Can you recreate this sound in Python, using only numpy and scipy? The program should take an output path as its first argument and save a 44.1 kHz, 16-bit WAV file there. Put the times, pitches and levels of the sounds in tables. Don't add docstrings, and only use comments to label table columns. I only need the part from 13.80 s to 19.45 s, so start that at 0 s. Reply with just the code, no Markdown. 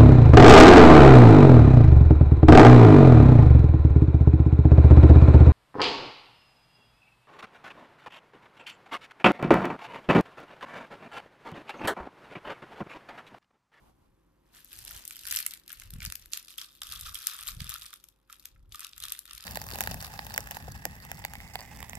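import sys
import numpy as np
from scipy import signal
from scipy.fft import rfft, irfft
from scipy.io import wavfile
from scipy.ndimage import uniform_filter1d

SR = 44100
rng = np.random.default_rng(int(sys.argv[2]) if len(sys.argv) > 2 else 0)


def pcm_store(signal):
    levels = np.round(np.clip(np.atleast_2d(signal), -1, 1) * 32767)
    wavfile.write(sys.argv[1], SR, levels.astype(np.int16).T)


N = 249165
TIME = np.arange(N) / SR


# start_s, level_db, body_db, brightness_db, ring_hz, left_minus_right_db
CREASES = [(0.8463, -42, -23, 13, 12700, 2), (0.9301, -37.5, -15, 14, 13100, 0),
           (0.9897, -36.5, -9, 6, 10900, -2), (1.0505, -35.5, -20, 9, 12000, 0),
           (1.0793, -33.5, 2, 2, 5070, -0.5), (1.1108, -35, 11.5, 10, 13100, 2),
           (1.1644, -36.5, -1, 6, 6040, -3), (1.2531, -33, -3, 7, 12800, 0),
           (1.2786, -28.5, -12, 12, 10400, 1), (1.3089, -32, 2, 7, 2320, -3),
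           (1.3672, -35.5, 0, 4, 11900, -3), (1.4539, -32, 14, 6, 4560, -6), (1.4733, -30, 0, 9, 10900, 7),
           (1.5149, -23, -17, -2, 12600, 7), (1.5253, -21.5, 3.5, 9, 11500, -2),
           (1.5376, -32.5, -14, -1, 11200, 3.5), (1.5506, -27, -3, -3, 13400, 21),
           (1.5618, -18.5, -3, 9, 11200, 0), (1.5704, -20.5, -14, -4, 5400, -2),
           (1.5748, -25, -6.5, 4, 11100, -3), (1.5886, -25, -2, 1, 11000, 5.5),
           (1.6035, -26, 4.5, 11, 12000, -2.5), (1.6648, -16.5, 2.5, 8.5, 2840, -4),
           (1.7097, -32.5, -30, -9, 11900, 8), (1.7375, -31.5, -6.5, 1, 2460, 1.5),
           (1.8796, -37.5, -14, 1, 12130, 0), (1.9062, -47, -5, -27, 11700, -7),
           (1.9289, -33, 5, 15, 11600, 11), (1.9991, -36, -12, -2, 11800, 0),
           (2.0203, -38.5, 4, -8, 2450, 2.5), (2.1057, -37, -9, 3, 13400, 0),
           (2.1378, -36, -16, -2, 10200, 1), (2.2046, -34.5, -1, -12, 2290, 1),
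           (2.22, -34.5, -1, -15, 2300, 2), (2.2275, -39, -7, -7, 2200, 2.5),
           (2.2512, -25, 2, -0.5, 12870, 9), (2.2618, -29, -10, -11, 4670, -5),
           (2.2692, -38, 0, 0, 3740, 19), (2.3011, -32.5, -5, -4, 9100, -1.5),
           (2.3235, -26.5, 0.5, 0, 13300, 1), (2.3553, -28, -11, 1, 13300, 2.5),
           (2.459, -42, -6, 1, 11900, 3), (2.5346, -20.5, -13.5, -4.5, 4230, -3),
           (2.5744, -27, -8, 0, 12200, 2), (2.6485, -45, -12, 0, 4840, 3),
           (2.6834, -41.5, -22, -16, 13300, 6), (2.7816, -31.5, -1, 16, 12200, -1.5),
           (2.8156, -32, -8, -10, 3400, 3), (3.0342, -33.5, -8, -2, 4700, -0.5),
           (3.123, -29.5, -14.5, -3, 12600, 4), (3.1594, -35, -25, -3, 3380, 5),
           (3.211, -32, -39, 3, 9900, 2), (3.3455, -28.5, -21.5, 2.5, 11500, -4.5),
           (3.4705, -17.5, -4.5, 7, 5160, 2.5), (3.679, -28, -7.5, 2, 7800, 0.5),
           (3.6879, -29, -1, 7.5, 12700, 5), (3.8048, -31, -5.5, -7, 2660, -5.5),
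           (3.8942, -28, -12, 5, 10400, 3), (4.0205, -37, -16.5, -13, 2850, -3),
           (4.1392, -36.5, -20, -2, 12400, -2), (4.2411, -42, -4.5, 6.5, 12030, 1.5),
           (4.2873, -46.5, -18, 7, 11870, 3.5), (4.5275, -37.5, -12.5, 5.5, 2520, -3.5),
           (4.6556, -32.5, -16, 4, 12800, 1), (4.9228, -39.5, -16.5, -17.5, 3480, 5),
           (4.9951, -33, 2, 9, 13400, -6), (5.047, -32, -13, -7, 10500, 9),
           (5.1333, -41, -3, -19, 3520, 4.5), (5.322, -22.5, -19, 6.5, 9300, 0),
           (5.3915, -31, -31, -1, 11600, 1)]
# frequency_hz, gain_db
CRACK_SPECTRUM = [(100, -50), (600, -19.5), (950, -17), (1450, 1.5), (2200, 2.5), (3500, -0.5), (7000, 1),
                  (11000, -2.5), (14000, -2.5), (16000, -8)]
def crease_snaps():
    return clicks(CREASES, CRACK_SPECTRUM, snap_s=.00024, flutter_s=.0021, flutter_db=-10,
                  slip_db=-13, ring_db=7, ring_octaves=.13, decorrelation=.9)


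def clicks(rows, spectrum, snap_s, flutter_s, flutter_db, slip_db, ring_db, ring_octaves, decorrelation):
    start_s, level_db, body_db, bright_db, ring_hz, pan_db = np.transpose(rows)[:, :, None, None]
    size, lead = 384, 96
    t = (np.arange(size) - lead) / SR
    hz = np.fft.rfftfreq(size, 1 / SR) + 1
    slip = undb(slip_db) * np.exp(-np.abs(t) / .0072)
    flip = np.exp(-np.abs(t) / snap_s) + undb(flutter_db) * np.exp(-np.abs(t) / flutter_s)
    waves = rfft(rng.standard_normal((len(rows), 3, size)) * np.where(t < 0, slip, flip))
    unshared = np.clip(decorrelation * np.sqrt(hz / 6000), 0, 1)
    waves = np.sqrt(1 - unshared ** 2) * waves[:, :1] + unshared * waves[:, 1:]
    lag_s = np.array([[1], [0]]) * rng.uniform(-.00006, .00005, (len(rows), 1, 1))
    front_db = np.clip(7 + .5 * (level_db + 28), -3, 9)
    waves += undb(front_db) * np.exp(-2j * np.pi * hz * (lead / SR + lag_s))
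    body = body_db / (1 + (np.log2(hz / 1450) / .7) ** 4)
    treble = bright_db / (1 + (7600 / hz) ** 6)
    ring = (ring_db - 2.1 * np.log2(ring_hz / 6000)) / (1 + (np.log2(hz / ring_hz) / ring_octaves) ** 2)
    response = minimum_phase(along_hz(spectrum, hz) + body + treble + ring)
    pulses = irfft(waves * response) * signal.windows.tukey(size, .3)
    balance = undb(pan_db * np.array([[.5], [-.5]]))
    balance /= np.sqrt(np.mean(balance ** 2, axis=1, keepdims=True))
    rms_over_1ms = np.sqrt(np.sum(pulses ** 2, axis=-1, keepdims=True) / (SR / 1000))
    pulses *= undb(level_db) * balance / rms_over_1ms
    places = np.abs((start_s[:, 0] * SR).astype(int) + np.arange(size) - lead)
    return np.array([np.bincount(places.ravel(), pulses[:, k].ravel(), N)[:N] for k in range(2)])


# start_s, hold_s, level_db, slack_offset_db
SQUEEZES = [(0.66, .06, -79.5, 3), (0.746, .05, -57.5, -1), (0.85, 0.063, -62, -9),
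            (0.918, 0.11, -52.5, -5.5), (1.067, 0.12, -49.5, -5), (1.22, 0.043, -57, -3),
            (1.292, 0.28, -51, -8.5), (1.475, 0.037, -41, -6), (1.504, .11, -41, -3),
            (1.70, 0.056, -53.5, -4.5), (1.893, 0.027, -49.5, -1), (1.98, 0.072, -57, -2.5),
            (2.13, .05, -66, 5.5), (2.22, 0.013, -47, 1.5), (2.39, 0.039, -59, -6),
            (2.537, 0.013, -42, -5.5), (2.691, 0.016, -50.5, -12), (2.795, 0.029, -47.5, -11),
            (2.921, 0.052, -64.5, -16), (3.05, 0.19, -50.5, -9.5), (3.12, 0.0073, -49, -0.5),
            (3.259, 0.027, -47, -5.5), (3.35, 0.13, -49, -7), (3.48, 0.062, -46, -4),
            (3.589, 0.041, -47.5, -5.5), (3.67, 0.017, -42, -7.5), (3.803, 0.06, -50, -7),
            (3.895, 0.057, -44.5, -7.5), (4.019, 0.048, -50.5, -6.5), (4.13, 0.017, -57.5, -18),
            (4.23, 0.026, -76, -8), (4.51, 0.023, -60.5, -2), (4.585, 0.017, -62, -18),
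            (4.648, 0.0072, -61, -4.5), (4.934, 0.025, -51.5, -7), (5.008, 0.039, -48, -6.5),
            (5.175, 0.061, -51, -7.5), (5.229, 0.054, -46.5, -8.5), (5.295, 0.064, -52.5, -4.5),
            (5.482, 0.25, -51.5, -5.5)]
# frequency_hz, gain_db
FINE_SPECTRUM = [(100, -42), (800, -28), (1500, -18), (2200, -6), (3400, 1), (5000, 1.5), (7500, -0.5),
                 (11000, -1.5), (13800, -1), (15500, -15.5)]
SLACK_SPECTRUM = [(100, -43), (550, -28.5), (950, -13), (1400, -5.5), (1800, -4), (2250, -7), (2700, -1),
                  (4500, -7.5), (16000, -57)]
def crinkle():
    creases = tiny_creases(strain(SQUEEZES), 1700, spread=1.08, low_hz=2610, high_hz=13600, pan_db=1.6)
    fine = clicks(creases, FINE_SPECTRUM, snap_s=.0003, flutter_s=.002, flutter_db=-8,
                  slip_db=-9, ring_db=10, ring_octaves=.13, decorrelation=.9)
    flexing_db = strain([(start, hold, db + slack_db) for start, hold, db, slack_db in SQUEEZES])
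    folds = tiny_creases(flexing_db, 1250, spread=.73, low_hz=1300, high_hz=2457, pan_db=1.5)
    slack = clicks(folds, SLACK_SPECTRUM, snap_s=.00077, flutter_s=.012, flutter_db=-1.5,
                   slip_db=-1.5, ring_db=11.5, ring_octaves=1, decorrelation=.91)
    return undb(5) * fine + undb(3) * slack


def strain(squeezes):
    grip = strokes(squeezes, attack_s=.012, release_s=.031)
    creep = undb(-14.5) * strokes(squeezes, attack_s=.012, release_s=.11)
    rest = undb(-87.5)
    return 10 * np.log10(grip ** 2 + creep ** 2 + rest ** 2)


# time_s, spread_db
SIZE_SPREAD = [(0, 0.5), (1.2, 2), (1.45, 6.5), (2, 6.5), (3.2, 3.5), (5.65, 9)]
def tiny_creases(strain_db, count, spread, low_hz, high_hz, pan_db):
    jitter, chance, body, bright, pitch, pan = rng.random((count, 6)).T
    start_s = (np.arange(count) + 2 * jitter) / count * N / SR
    size_db = spread * curve(SIZE_SPREAD, start_s) * np.minimum(-np.log(chance), 3)
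    size_db -= 10 * np.log10(uniform_filter1d(undb(size_db) ** 2, size=11))
    level_db = np.interp(start_s, TIME, strain_db) + size_db
    body_db, bright_db = 8 * (body - .5), 12 * (bright - .5)
    ring_hz = low_hz * (high_hz / low_hz) ** pitch
    return np.transpose([start_s, level_db, body_db, bright_db, ring_hz, pan_db + 8 * (pan - .5)])


# time_s, coupling_db
COUPLING = [(0, -17), (1.9, -42), (2.9, 3), (3.15, -1), (5.65, -4)]
def film():
    sheet = undb(-.18) * crease_snaps() + crinkle()
    return sheet + undb(4.5) * capsule_resonance(sheet * undb(curve(COUPLING)))


# start_s, level_db, body_db, brightness_db, ring_hz, left_minus_right_db
KNOCKS = [(2.7851, -26, -8, -19, 3250, 2), (3.0187, -24.5, -7, 2, 3240, 2), (3.0192, -34, 2.5, -19, 780, 2),
          (3.355, -24, -8, 3, 3130, -3.5), (3.1368, -31.5, -4, 2.5, 1226, -3),
          (3.2651, -31.5, -6.5, -7, 1294, 2), (3.2853, -41.5, 2.5, -6, 1216, 1),
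          (3.6872, -43, -1.5, -1, 1150, 0), (3.9565, -36.5, 1.5, 3, 1344, 3),
          (4.1327, -37, 10, -1, 3480, 2), (4.4997, -42, 6, 0, 1210, 1), (4.7625, -56, 17, -15.5, 2200, 0),
          (4.9465, -33, -5, -3, 1214, 2), (5.2383, -23, -3, -1.5, 4060, 2), (5.4554, -37, -1, 6.5, 3650, 3),
          (5.5098, -40, 9, -24, 3670, 10), (5.515, -76, 7, -14, 1190, -6)]
def capsule_knocks():
    blows = clicks(KNOCKS, CRACK_SPECTRUM, snap_s=.0002, flutter_s=.0045, flutter_db=-13,
                   slip_db=-9, ring_db=14, ring_octaves=.11, decorrelation=.5)
    return undb(-6) * blows + capsule_resonance(blows)


# pitch_hz, gain_db, t60_s
CAPSULE_MODES = [(810, -7, 0.017), (1196, 9, 0.014), (1298, -6.5, 0.035), (2490, -9, 0.012),
                 (3320, -3.5, 0.012), (3660, -1, 0.011), (5060, -12, 0.006)]
def capsule_resonance(drive):
    t = np.arange(2048) / SR
    ring = np.zeros_like(t)
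    for hz, db, t60_s in CAPSULE_MODES:
        damping = np.log(1000) / t60_s
        ring += undb(db) * 2 * damping / SR * np.exp(-damping * t) * np.cos(2 * np.pi * hz * t)
    return signal.fftconvolve(drive, ring[None], axes=1)[:, :N]


# start_s, hold_s, level_db
SHOVES = [(0.04, .3, -70), (1.02, 0.15, -55.5), (1.52, 0.054, -55.5), (2.06, 0.024, -51.5),
          (2.15, .13, -44.5), (2.42, 0.075, -62), (3.13, 0.19, -51.5), (3.73, 0.17, -50),
          (3.79, 0.032, -44), (4.0, 0.045, -61.5), (4.72, .08, -60.5), (4.84, 0.085, -56), (5.21, .06, -58),
          (5.55, .05, -60)]
# frequency_hz, gain_db
SHOVE_SPECTRUM = [(15, -28), (28, 2), (55, 4), (100, -3.5), (170, -15.5), (250, -27.5), (450, -32),
                  (1000, -47.5), (4000, -87.5)]
def hand_shoves():
    rumble = stereo_noise(SHOVE_SPECTRUM, side_db=-5)
    return rumble * strokes(SHOVES, attack_s=.057, release_s=.036)


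# start_s, level_db, pitch_hz
THUDS = [(2.138, -30, 109), (2.159, -30, 139), (2.189, -29, 114), (2.232, -31, 61), (2.277, -28.5, 109.5),
         (3.775, -29.5, 99), (3.819, -23, 111), (3.864, -35, 109)]
def hand_thuds():
    thuds = np.zeros(N)
    for start_s, db, hz in THUDS:
        phase_squared = (np.pi * hz * (TIME - start_s)) ** 2
        thuds += undb(db - 6.5) * (1 - 2 * phase_squared) * np.exp(-np.minimum(phase_squared, 50))
    return thuds


# start_s, hold_s, level_db
BRUSHES = [(0.03, 0.069, -63.5), (0.22, 0.045, -71.5), (0.74, 0.041, -70.5), (1.08, 0.13, -62.5)]
# frequency_hz, gain_db
CLOTH_SPECTRUM = [(200, 4.5), (500, -3), (750, 1), (980, 1.5), (1300, -6), (1700, -13), (3000, -15),
                  (7000, -21), (14000, -23.5)]
def cloth_brushes():
    hiss = stereo_noise(CLOTH_SPECTRUM, side_db=0)
    return hiss * strokes(BRUSHES, attack_s=.097, release_s=.022)


def room(dry, wet_db, t60_s, treble_t60_s, onset_s):
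    t = np.arange(SR // 2) / SR
    echoes = rng.standard_normal((2, t.size))
    echoes *= undb(7 * np.exp(-t / .08) * rng.standard_normal((2, t.size)))
    low = signal.sosfilt(signal.butter(1, 4500, fs=SR, output="sos"), echoes)
    tail = low * undb(-60 * t / t60_s) + (echoes - low) * undb(-60 * t / treble_t60_s)
    tail *= np.clip(t / onset_s, 0, 1) ** 3
    tail /= np.sqrt(np.sum(tail ** 2, axis=1, keepdims=True))
    return undb(wet_db) * signal.fftconvolve(dry, tail, axes=1)[:, :N]


# pitch_hz, level_db
HUM_TONES = [(48.4, -74), (145.3, -88.5), (532.9, -87)]
# frequency_hz, gain_db
NOISE_SPECTRUM = [(15, -41), (30, -2), (60, -6), (110, -4), (250, -7), (340, -3), (420, -11.5), (650, -20),
                  (1000, -14.5), (2000, -26), (6000, -37.5), (14000, -43.5)]
# time_s, level_db
NOISE_LEVEL = [(0, -71), (1.4, -69), (2.8, -73), (5.65, -75.5)]
def background():
    hum = sum(undb(db) * np.sqrt(2) * np.sin(2 * np.pi * (hz * TIME + rng.random()))
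              for hz, db in HUM_TONES)
    return hum + undb(curve(NOISE_LEVEL)) * stereo_noise(NOISE_SPECTRUM, side_db=-10)


def stereo_noise(spectrum, side_db):
    side = colour(rng.standard_normal(N), [(40, -9), (80, -15), (160, -1.5)])
    mid = rng.standard_normal(N)
    noise = colour(mid + undb(side_db) * side * np.array([[1], [-1]]), spectrum)
    return noise / np.sqrt(np.mean(noise ** 2))


def strokes(rows, attack_s, release_s):
    t = TIME[::32]
    start_s, hold_s, level_db = np.transpose(rows)[:3, :, None]
    fade = np.maximum(start_s - t, 0) / attack_s + np.maximum(t - start_s - hold_s, 0) / release_s
    return np.interp(TIME, t, np.linalg.norm(undb(level_db) * np.exp(-fade), axis=0))


def minimum_phase(gain_db):
    cepstrum = irfft(np.log(undb(gain_db)))
    half = cepstrum.shape[-1] // 2
    cepstrum[..., 1:half] *= 2
    cepstrum[..., half + 1:] = 0
    return np.exp(rfft(cepstrum))


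def colour(x, spectrum):
    return irfft(rfft(x) * undb(along_hz(spectrum, np.fft.rfftfreq(N, 1 / SR))), N)


def along_hz(points, hz):
    point_hz, value = np.transpose(points)
    return np.interp(np.log(hz + 1), np.log(point_hz), value)


def curve(rows, at=TIME):
    return np.interp(at, *np.transpose(rows))


def undb(db):
    return 10 ** (np.asarray(db) / 20)


def scene():
    plastic = film() + capsule_knocks()
    reflections = room(plastic, wet_db=-12.5, t60_s=.26, treble_t60_s=.14, onset_s=.0091)
    bedding = hand_shoves() + hand_thuds() + cloth_brushes()
    return plastic + reflections + bedding + background()


# frequency_hz, lead_rad
PORT_PHASE = [(30, -0.41), (85, -0.28), (170, 0.091), (350, -1.5), (1000, -0.66), (3000, -1.09),
              (7000, -1.2), (12000, -0.5)]
def record(dry):
    left = colour(dry[0], [(1000, 0), (7500, -2), (11000, 4.5), (13600, 6), (14400, 6.5), (15200, -19.5)])
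    right = colour(dry[1], [(1000, 0), (7500, 1), (11000, 2.5),
                            (13600, -.5), (14400, -11), (15200, -18.5)])
    lead_rad = along_hz(PORT_PHASE, np.fft.rfftfreq(N, 1 / SR))
    left = irfft(rfft(left) * np.exp(1j * lead_rad), N)
    low_pass = signal.ellip(8, .2, 70, 15800, fs=SR, output="sos")
    return signal.sosfilt(low_pass, np.array([left, right]))


dry = scene()
out = record(dry)
pcm_store(out)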